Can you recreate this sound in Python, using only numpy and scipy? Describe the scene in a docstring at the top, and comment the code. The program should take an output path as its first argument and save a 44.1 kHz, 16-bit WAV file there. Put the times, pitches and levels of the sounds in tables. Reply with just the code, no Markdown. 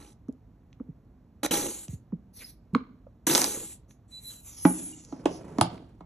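"""At a kitchen counter, a nearly empty plastic bottle of washing-up liquid is squeezed over a plate of water.
Close to the microphone, soap and air sputter from the nozzle and churn the water, and the thin wall
buckles with dull pops. As the grip eases, air is drawn back in, hissing and whistling in the slit.
The bottle is set down and another is knocked about; each impact rings the modes of the counter.
Short reflections and a low background rumble surround it all."""
import sys
import numpy as np
from scipy import signal
from scipy.fft import rfft, irfft
from scipy.io import wavfile
from scipy.ndimage import uniform_filter1d, map_coordinates

SR = 44100
rng = np.random.default_rng(int(sys.argv[2]) if len(sys.argv) > 2 else 0)


def inscribe(sig):
    """Save sig as 16-bit PCM at rate SR to the path in sys.argv[1].

    A 1-D sig is mono; a 2-D sig holds one channel per row.
    Samples are clipped to [-1, 1] before scaling.
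    """
    pcm = np.round(np.clip(np.atleast_2d(sig).T, -1, 1) * 32767)
    wavfile.write(sys.argv[1], SR, pcm.astype(np.int16))


N = 266893
TIME, HZ = np.arange(N) / SR, np.fft.rfftfreq(N, 1 / SR)
BAND_LIMIT_HZ = 15900

# squeezes of the bottle: start_s, length_s, full_pressure_s, soap_db, air_db
SQUEEZES = [(0, .13, 0.0024, -53, -57.5), (1.431, 0.033, 0.071, -28.5, -32),
            (1.509, 0.34, 0.01, -27, -27.5), (3.267, 0.47, 0.11, -27.5, -26.5)]
# hollow resonances of the neck: centre_hz, width_hz, boost_db
NECK_MODES = [(316, 220, 15), (825, 45, 12), (3500, 20, 6.5), (3940, 110, 13.5), (5850, 600, -3.5)]
# spectra of the sputtering soap and the escaping air: frequency_hz, level_db
SPUTTER_SPECTRUM = [(50, -37), (130, -4), (300, -1.5), (600, -0.5), (1300, -3.5), (2200, -7), (4500, -10.5),
                    (7000, -15.5), (10000, -10.5), (16000, -39)]
HISS_SPECTRUM = [(1000, -27), (3000, -13.5), (5300, -15), (7200, -5), (8500, 1), (9800, 2), (11500, -6.5),
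                 (13500, -9), (16000, -26)]
# soap films bursting in the nozzle: start_s, level_db, pitch_hz
FILM_BURSTS = [(3.2691, -8, 8500), (3.3502, 0, 4550), (3.355, -3.5, 5700), (3.3782, -3, 7000),
               (3.417, -3, 7150), (3.4425, -6, 6000)]
# buckles of the wall: start_s, thud_db, thud_hz, sag_exponent, click_db
BUCKLES = [(0.2861, -25, 254.7, 0.04, -54.5), (.802, -28.5, 249, 0.01, -48.5), (0.885, -35, 183, 0.42, -70),
           (1.883, -32, 126, 0.66, -46), (1.9287, -31.5, 131, 0.62, -66), (2.125, -24, 208, 0.23, -47.5),
           (2.732, -22, 191.5, 0, -56.5), (2.7517, -12.5, 241.7, 0.01, -12.5), (3.067, -42, 559, 0.03, -84)]
# dry ticks of the plastic: start_s, level_db, pitch_hz
TICKS = [(0.2843, -54, 8500), (0.3256, -53.5, 8800), (0.729, -44.5, 2800), (1.8822, -34, 5000),
         (2.7367, -48, 7000), (2.7485, -16, 1690), (2.75, -30.5, 6010), (3.909, -44.5, 1900),
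         (5.0494, -36.5, 7630), (5.434, -51, 2550), (5.7787, -39, 1965)]
# short sips of air: start_s, length_s, lower_db, lower_first_hz, lower_last_hz, upper_db
SIPS = [(1.86, 0.082, -50.5, 7700, 7500, -57.5), (2.329, 0.17, -54, 5400, 5000, -49),
        (2.369, 0.055, -47.5, 6000, 2056, -84), (3.878, 0.033, -56.5, 6700, 6500, -61.5),
        (5.263, 0.11, -50.5, 5940, 5660, -53.5)]
# long intake through the nozzle's two resonances: time_s, lower_relative_db, upper_relative_db
INTAKE_LEVELS = [(4.08, -75, -96), (4.12, -60, -70), (4.178, -61, -72), (4.28, -55, -49.5),
                 (4.308, -48.5, -55.5), (4.428, -64.5, -64.5), (4.47, -49.5, -52.5), (4.53, -53.5, -59.5),
                 (4.622, -50, -44.5), (4.644, -50.5, -35.5), (4.72, -49.5, -34.5), (4.794, -45, -44.5),
                 (4.864, -48.5, -39), (5.01, -55, -70), (5.026, -59.5, -61.5), (5.22, -68.5, -91)]
# glide of the lower resonance: time_s, centre_hz
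INTAKE_GLIDE = [(4.1, 7990), (4.47, 7300), (4.592, 5780), (4.702, 6750), (4.724, 7260), (4.95, 7430),
                (5.2, 5450)]
# spectra of the broad rush and high fizz of inflowing air: frequency_hz, level_db
RUSH_SPECTRUM = [(100, -7), (600, 6.5), (1500, -2.5), (3200, 4), (4800, -2), (7000, 2.5), (10000, -6.5),
                 (12000, -22.5), (16000, -45)]
FIZZ_SPECTRUM = [(7000, -47), (10500, 5), (13000, -1.5), (16000, -27)]
# edge tones of the slit: middle_s, half_length_s, pitch_hz, glide_hz_per_s, level_db
WHISTLES = [(2.449, 0.0056, 5070, -2800, -43), (4.161, 0.037, 3998, 15, -46),
            (4.282, 0.037, 3997, 3.5, -46.5), (4.367, 0.043, 3992, -2, -63), (4.52, .05, 6700, -12000, -62),
            (4.936, 0.01, 2850, -2500, -55.5), (5.107, 0.03, 4500, -12000, -72)]
# bottles striking the counter: start_s, thud_db, thud_hz, swell_s, crack_db, crack_hz, tick_db, ring_db
KNOCKS = [(4.651, -6, 290.6, 0.0057, -12, 1077, -60, -15), (5.125, -26.5, 288, 0.007, -32, 700, -58, -47),
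          (5.2567, -8.5, 356, .0036, -7.5, 770, -17.5, -36.5),
          (5.5849, -13.5, 268, 0.0056, -15, 772, -18, -51), (5.6119, -17.5, 131, 0.0082, -9, 833, 3, -24),
          (6.007, -47.5, 400, 0.0057, -39, 810, -73, -47)]
# modes of the counter and plate: pitch_hz, level_db, t60_s
COUNTER_MODES = [(183.2, 2.5, 0.18), (313.4, 7, 0.091), (630, -7.5, 0.1), (672, -9, 0.071),
                 (819, -2.5, 0.12), (1150, -1, 0.043), (1530, -44, 0.57), (2190, -22.5, 0.15)]
# weak top octave of struck plastic: frequency_hz, gain_db
KNOCK_ROLLOFF = [(10300, -2), (12000, -20), (16000, -35.5)]
# spectrum of things sliding on the counter: frequency_hz, level_db
RUB_SPECTRUM = [(40, -5), (130, 7), (350, 6), (700, -4), (1500, -16), (4000, -31.5), (12000, -26)]
# the jet churning the water: start_s, length_s, level_db
GURGLES = [(1.533, 0.16, -38), (3.407, 0.11, -45.5), (3.532, 0.044, -37.5), (3.598, 0.023, -36.5)]
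# reverberation time of the kitchen: frequency_hz, t60_s
ROOM_DECAY = [(100, 1), (300, 0.84), (1000, 0.47), (4000, 0.58), (9000, 0.12), (16000, 0.34)]
# spectrum of the background rumble: frequency_hz, level_db
RUMBLE_SPECTRUM = [(12, -63.5), (20, -28), (34, -14.5), (49, 1), (82, -4.5), (115, -1), (135, -6.5),
                   (249, -8), (367, -19.5), (555, -25), (733, -24.5), (1310, -36), (3270, -49),
                   (15000, -57)]
# phase between the microphone ports: frequency_hz, left_lead_rad
PORT_PHASE = [(0, 0), (520, -.2), (780, -1.6), (1120, 0), (2000, .1), (2800, 1), (4000, .6), (4500, 1.3),
              (5400, 5.7), (6200, 6.5), (9500, 9.42), (12000, 12.5), (13500, 12.7), (15200, 15.6)]
# balance of the ports: frequency_hz, left_minus_right_db
PORT_BALANCE = [(100, -1.5), (500, -2), (850, -4), (1500, -2), (3500, -1.5), (4800, -4.5), (6000, -1),
                (16000, 0.5)]


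def squirts(drops_per_s=1200, spread_db=3, flutter_db=1.5, pocket_hz=3400, wet_slit_hz=6100):
    """Jet break-up: soap tears into droplets that ring the neck; as it runs out, turbulent hiss is left."""
    soap, air = nozzle_flows()
    sizes = gain_of(spread_db * np.minimum(rng.exponential(1, N), 4)) * rng.choice([-1, 1], N)
    drops = unit_rms(sizes * (rng.random(N) < drops_per_s / SR))
    neck_db = sum(db / (1 + (2 * (HZ - hz) / width) ** 2) for hz, width, db in NECK_MODES)
    sputter = colour(drops + 0.54 * rng.standard_normal(N), curve_at(SPUTTER_SPECTRUM, HZ) + neck_db)
    # air pockets between the soap films keep changing size and pitch
    sputter += gain_of(-10) * resonate(drops, pocket_hz * np.exp(0.34 * drift(25)), width_hz=700)
    # the slit resonates higher as it blows itself dry
    dryness = (air / (air + soap + 1e-12)) ** 8
    slit_hz = wet_slit_hz * (1 + np.minimum(dryness, 0.25))
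    slit = resonate(rng.standard_normal(N), slit_hz, width_hz=1100)
    # the top of the hiss needs full pressure and goes first
    hiss = dulled(noise(HISS_SPECTRUM), (air / air.max()) ** 0.75, corner_hz=12000)
    choking = unit_rms(gain_of(flutter_db * drift(60)))  # soap blocks and frees the opening
    return soap * sputter * choking + air * (hiss + gain_of(-7) * slit) * np.sqrt(choking)


def nozzle_flows(soap_fall_db_per_s=102, air_fall_db_per_s=56.5):
    """Pressure-driven flow: soap and air hold steady, then decay exponentially, the soap sooner."""
    soap, air = np.zeros(N), np.zeros(N)
    for start, length, full_pressure_s, soap_db, air_db in SQUEEZES:
        grip = envelope(start, length, attack_s=0.002, release_s=0.045 * length)
        falling_s = np.maximum(TIME - start - full_pressure_s, 0)
        soap += grip * gain_of(soap_db - soap_fall_db_per_s * falling_s)
        air += grip * gain_of(air_db - air_fall_db_per_s * falling_s)
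    return soap, air


def film_bursts(puff_db=-17):
    """Film rupture: each bursting soap film gives a sharp spit and frees a low puff of air."""
    out = np.zeros(N)
    for start, db, hz in FILM_BURSTS:
        add(out, start, gain_of(db) * snap(hz, decay_s=0.00079, q=2.2, top_hz=11500))
        add(out, start, gain_of(db + puff_db) * snap(600, decay_s=0.0071, q=0.8, top_hz=5000))
    return out


def wall_pops(swell_cycles=1.8, click_ratio=4.8, click_lead_s=0.0027):
    """Buckling: the wall ticks and pops, short bending waves running ahead of each thud as a click."""
    out = np.zeros(N)
    for start, db, hz, sag, click_db in BUCKLES:
        add(out, start, gain_of(db) * thud(hz, swell_cycles / hz, sag))
        click = thud(click_ratio * hz, swell_s=0.0012, sag=0.033)
        add(out, start - click_lead_s, gain_of(click_db) * click)
    for start, db, hz in TICKS:
        add(out, start, gain_of(db) * snap(hz, decay_s=0.0011, q=1.2, top_hz=min(2.6 * hz, 10800)))
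    return out


def intake(upper_hz=10150, width_hz=2200, fade_start_s=4.52, fade_db_per_s=100, flutter_db=1.35):
    """Elastic recoil: the wall pulls air through two resonances of the nozzle, the lower one gliding."""
    times, lower_curve, upper_curve = np.transpose(INTAKE_LEVELS)
    lower_flow, upper_flow = gain_curve(times, lower_curve + 5), gain_curve(times, upper_curve + 8)
    lower_hz = np.interp(TIME, *np.transpose(INTAKE_GLIDE))
    lower = lower_flow * resonate(rng.standard_normal(N), lower_hz, width_hz)
    for start, length, lower_db, first_hz, last_hz, upper_db in SIPS:
        sip = envelope(start, length, attack_s=0.045, release_s=0.02)
        sip_hz = np.interp(TIME, [start, start + length], [first_hz, last_hz])
        lower += gain_of(lower_db) * sip * resonate(rng.standard_normal(N), sip_hz, width_hz)
        lower_flow += gain_of(lower_db) * sip
        upper_flow += gain_of(upper_db) * sip
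    # the highest fizz fades and the intake's hiss grows duller toward its end
    brightness = gain_of(-fade_db_per_s * np.maximum(TIME - fade_start_s, 0))
    upper = resonate(rng.standard_normal(N), np.full(N, upper_hz), width_hz)
    upper += gain_of(-3) * brightness * noise(FIZZ_SPECTRUM)
    rush = gain_of(-8) * noise(RUSH_SPECTRUM)
    direct = dulled(lower + upper_flow * upper + lower_flow * rush, brightness, corner_hz=11400)
    return with_counter_echo(direct) * gain_of(flutter_db * drift(31))


def whistles(octave_db=-14):
    """Edge tones: air in the slit oscillates at a slightly unsteady pitch, with a weak octave."""
    out, waver = np.zeros(N), 1 + 0.005 * drift(300)
    for middle, half_length, hz, glide, db in WHISTLES:
        t = TIME - middle
        phase = 2 * np.pi * np.cumsum((hz + glide * t) * waver) / SR
        tone = unit_rms(np.sin(phase) + gain_of(octave_db) * np.sin(2 * phase))
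        out += gain_of(db) * np.exp(-(t / half_length) ** 4) * tone
    return out


def knocks(detune=0.055):
    """Impact excitation: the base cracks on stone, the bottle thuds and the counter's modes ring on."""
    out, t = np.zeros(N), np.arange(SR) / SR
    for start, thud_db, thud_hz, swell_s, crack_db, crack_hz, tick_db, ring_db in KNOCKS:
        ring = np.zeros(SR)
        for hz, db, t60 in COUNTER_MODES:
            spot_hz = hz * (1 + detune * rng.uniform(-1, 1))  # each spot rings a little differently
            ring += gain_of(db - 60 * t / t60) * np.sin(2 * np.pi * spot_hz * t)
        add(out, start, gain_of(thud_db) * thud(thud_hz, swell_s, sag=0.17))
        add(out, start, gain_of(crack_db) * thud(crack_hz, swell_s=0.002108, sag=0.33))
        add(out, start, gain_of(crack_db - 2) * snap(crack_hz, decay_s=0.0042, q=4.7, top_hz=9720))
        add(out, start, gain_of(tick_db) * snap(7200, decay_s=0.00037, q=0.4, top_hz=11700))
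        add(out, start, gain_of(ring_db) * ring * (1 - np.exp(-t / 0.003)))
    return out


def gurgles(low_hz=280, high_hz=560, each_size_per_s=14, decay_s=0.006, rise_per_s=5):
    """Bubble resonance: each size rings a short note that rises as the bubble nears the surface."""
    t, water = np.arange(SR // 16) / SR, np.zeros(N)
    for hz in np.geomspace(low_hz, high_hz, num=16):
        bubble = np.exp(-t / decay_s) * np.sin(2 * np.pi * hz * t * (1 + rise_per_s * t)) / hz
        water += signal.oaconvolve(rng.random(N) < each_size_per_s / SR, bubble)[:N]
    churning = sum(gain_of(db) * envelope(start, length, attack_s=0.043, release_s=0.012)
                   for start, length, db in GURGLES)
    return unit_rms(water) * churning


def scuffs(start_s=4.996, length_s=0.74):
    """Sliding friction: hands shift things on the counter with a low, uneven rub."""
    rub = noise(RUB_SPECTRUM) * gain_of(3 * drift(30))
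    return gain_of(-44.5) * envelope(start_s, length_s, attack_s=0.35, release_s=0.089) * rub


def with_counter_echo(direct, rest_m=0.08, lift_s=4.2, lift_m_per_s=0.2, sway_m=0.003, reflection=0.45):
    """Comb filtering: the echo off the counter lags more as the bottle rises, so the peaks slide down."""
    height_m = rest_m + lift_m_per_s * np.maximum(TIME - lift_s, 0) + sway_m * drift(7.8)
    delay_samples = 2 * height_m / 343 * SR
    echo = reflection * map_coordinates(direct, [np.arange(N) - delay_samples], order=3)
    return (direct + echo) / 2


def reverberation(x, reflections_per_s=4000, stereo_width=0.89):
    """Diffuse field: dense reflections die at each band's own rate; the bass is alike at both ports."""
    taps = rng.standard_normal((2, SR)) * (rng.random((2, SR)) < reflections_per_s / SR)
    hz, frame_s, bands = signal.stft(taps, SR, nperseg=256)
    bands[1] *= (stereo_width * hz ** 2 / (hz ** 2 + 500 ** 2))[:, None]
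    bands *= gain_of(-60 * frame_s / curve_at(ROOM_DECAY, hz)[:, None])
    tail = signal.istft(bands, SR, nperseg=256)[1][:, :SR]
    t = np.arange(SR) / SR
    # the counter and nearby wall answer first and loudest
    tail *= np.clip(t / 0.0013, 0, 1) * (1 + 3.8 * np.exp(-t / 0.034))
    mid, side = signal.fftconvolve(x[None], tail / np.linalg.norm(tail[0]), axes=1)[:, :N]
    return np.array([mid + side, mid - side])


def rumble(level_db=-55.5):
    """Ambient noise: a steady low rumble, almost fully coherent between the ports."""
    common, left, right = (noise(RUMBLE_SPECTRUM) for _ in range(3))
    return gain_of(level_db) * (common + 0.1 * np.array([left, right]))


def thud(hz, swell_s, sag, roughness=0.15):
    """Dispersion: short bending waves arrive first, so the pitch sags, passing hz at the peak."""
    age = np.arange(SR // 8) / SR / swell_s  # 1 at the peak
    power = 1 - np.clip(sag, 0, 0.8)
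    phase = 2 * np.pi * hz * swell_s * (age ** power - 1) / power
    band = signal.butter(4, [hz / 2, 2 * hz], "band", fs=SR, output="sos")
    crumple = unit_rms(signal.sosfilt(band, rng.standard_normal(len(age))))
    return (age * np.exp(1 - age)) ** 2 * (np.sin(phase) + roughness * crumple)


def snap(hz, decay_s, q, top_hz):
    """Transient response: a noise burst excites one broad resonance, cut steeply above top_hz."""
    t = np.arange(SR // 16) / SR
    resonance = signal.iirpeak(hz, max(q, 2.5 * hz / SR), SR)
    burst = signal.lfilter(*resonance, rng.standard_normal(len(t)) * np.exp(-t / decay_s))
    burst = signal.sosfilt(signal.butter(8, top_hz, fs=SR, output="sos"), burst)
    return burst / np.linalg.norm(burst) * np.sqrt(decay_s * SR / 2) / 2


def resonate(x, hz, width_hz):
    """Heterodyning: shift down, smooth and shift back for a resonance that follows the curve hz."""
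    carrier = np.exp(2j * np.pi * np.cumsum(hz) / SR)
    lowpass = signal.bessel(3, width_hz / 2, fs=SR, output="sos")
    return unit_rms((carrier * signal.sosfilt(lowpass, x / carrier)).real)


def dulled(x, top_share, corner_hz):
    """Shelving: keeps only a share of what lies above the corner."""
    low = irfft(rfft(x) / (1 + (HZ / corner_hz) ** 24), N)
    return low + top_share * (x - low)


def colour(x, db):
    """Spectral shaping by a gain in dB, scaled to rms 1."""
    return unit_rms(irfft(rfft(x) * gain_of(db), N))


def noise(spectrum):
    """Stationary noise with the given spectrum, rms 1."""
    return colour(rng.standard_normal(N), curve_at(spectrum, HZ))


def drift(rate_hz):
    """Random fluctuation, mostly slower than rate_hz, rms 1."""
    return colour(rng.standard_normal(N), -10 * np.log10(1 + (HZ / rate_hz) ** 4))


def envelope(start_s, length_s, attack_s, release_s):
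    """Linear attack, hold and exponential decay."""
    t = TIME - start_s
    return np.clip(t / attack_s, 0, 1) * np.exp(-np.maximum(t - length_s, 0) / release_s)


def gain_curve(times_s, db):
    """Smoothed amplitude through points in dB, silent outside them."""
    gain = gain_of(np.interp(TIME, times_s, db, left=-150, right=-150))
    return abs(uniform_filter1d(gain, size=60))


def curve_at(points, hz):
    """Interpolation on a log-frequency axis."""
    point_hz, values = np.transpose(points)
    return np.interp(np.log(hz + 1), np.log(point_hz + 1), values)


def gain_of(db):
    """Decibels to amplitude."""
    return 10 ** (np.asarray(db) / 20)


def unit_rms(x):
    """Normalisation to rms 1."""
    return x / np.sqrt(np.mean(x ** 2) + 1e-20)


def add(mix, start_s, sound):
    """Superposition of a sound on the mix at start_s."""
    part = mix[max(round(start_s * SR), 0):][:len(sound)]
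    part += sound[:len(part)]


def scene():
    """Direct-to-reverberant ratio: the squeezed bottle is near, the knocks farther and more reverberant."""
    near = squirts() + gurgles() + intake() + whistles() + wall_pops() + film_bursts()
    counter = irfft(rfft(knocks() + scuffs()) * gain_of(curve_at(KNOCK_ROLLOFF, HZ)), N)
    room = reverberation(gain_of(-14) * near + gain_of(-9) * counter)
    return near + counter + room + rumble()


def record(dry):
    """Stereo pickup: two ports differ in phase and level, and a low-pass limits the band."""
    left = np.exp(0.5j * curve_at(PORT_PHASE, HZ)) * gain_of(curve_at(PORT_BALANCE, HZ) / 2)
    ports = irfft(rfft(dry) * np.array([left, 1 / left]), N)
    lowpass = signal.firwin(511, BAND_LIMIT_HZ, window=("kaiser", 9), fs=SR)
    return signal.oaconvolve(ports, lowpass[None], "same")


dry = scene()
out = record(dry)
inscribe(out)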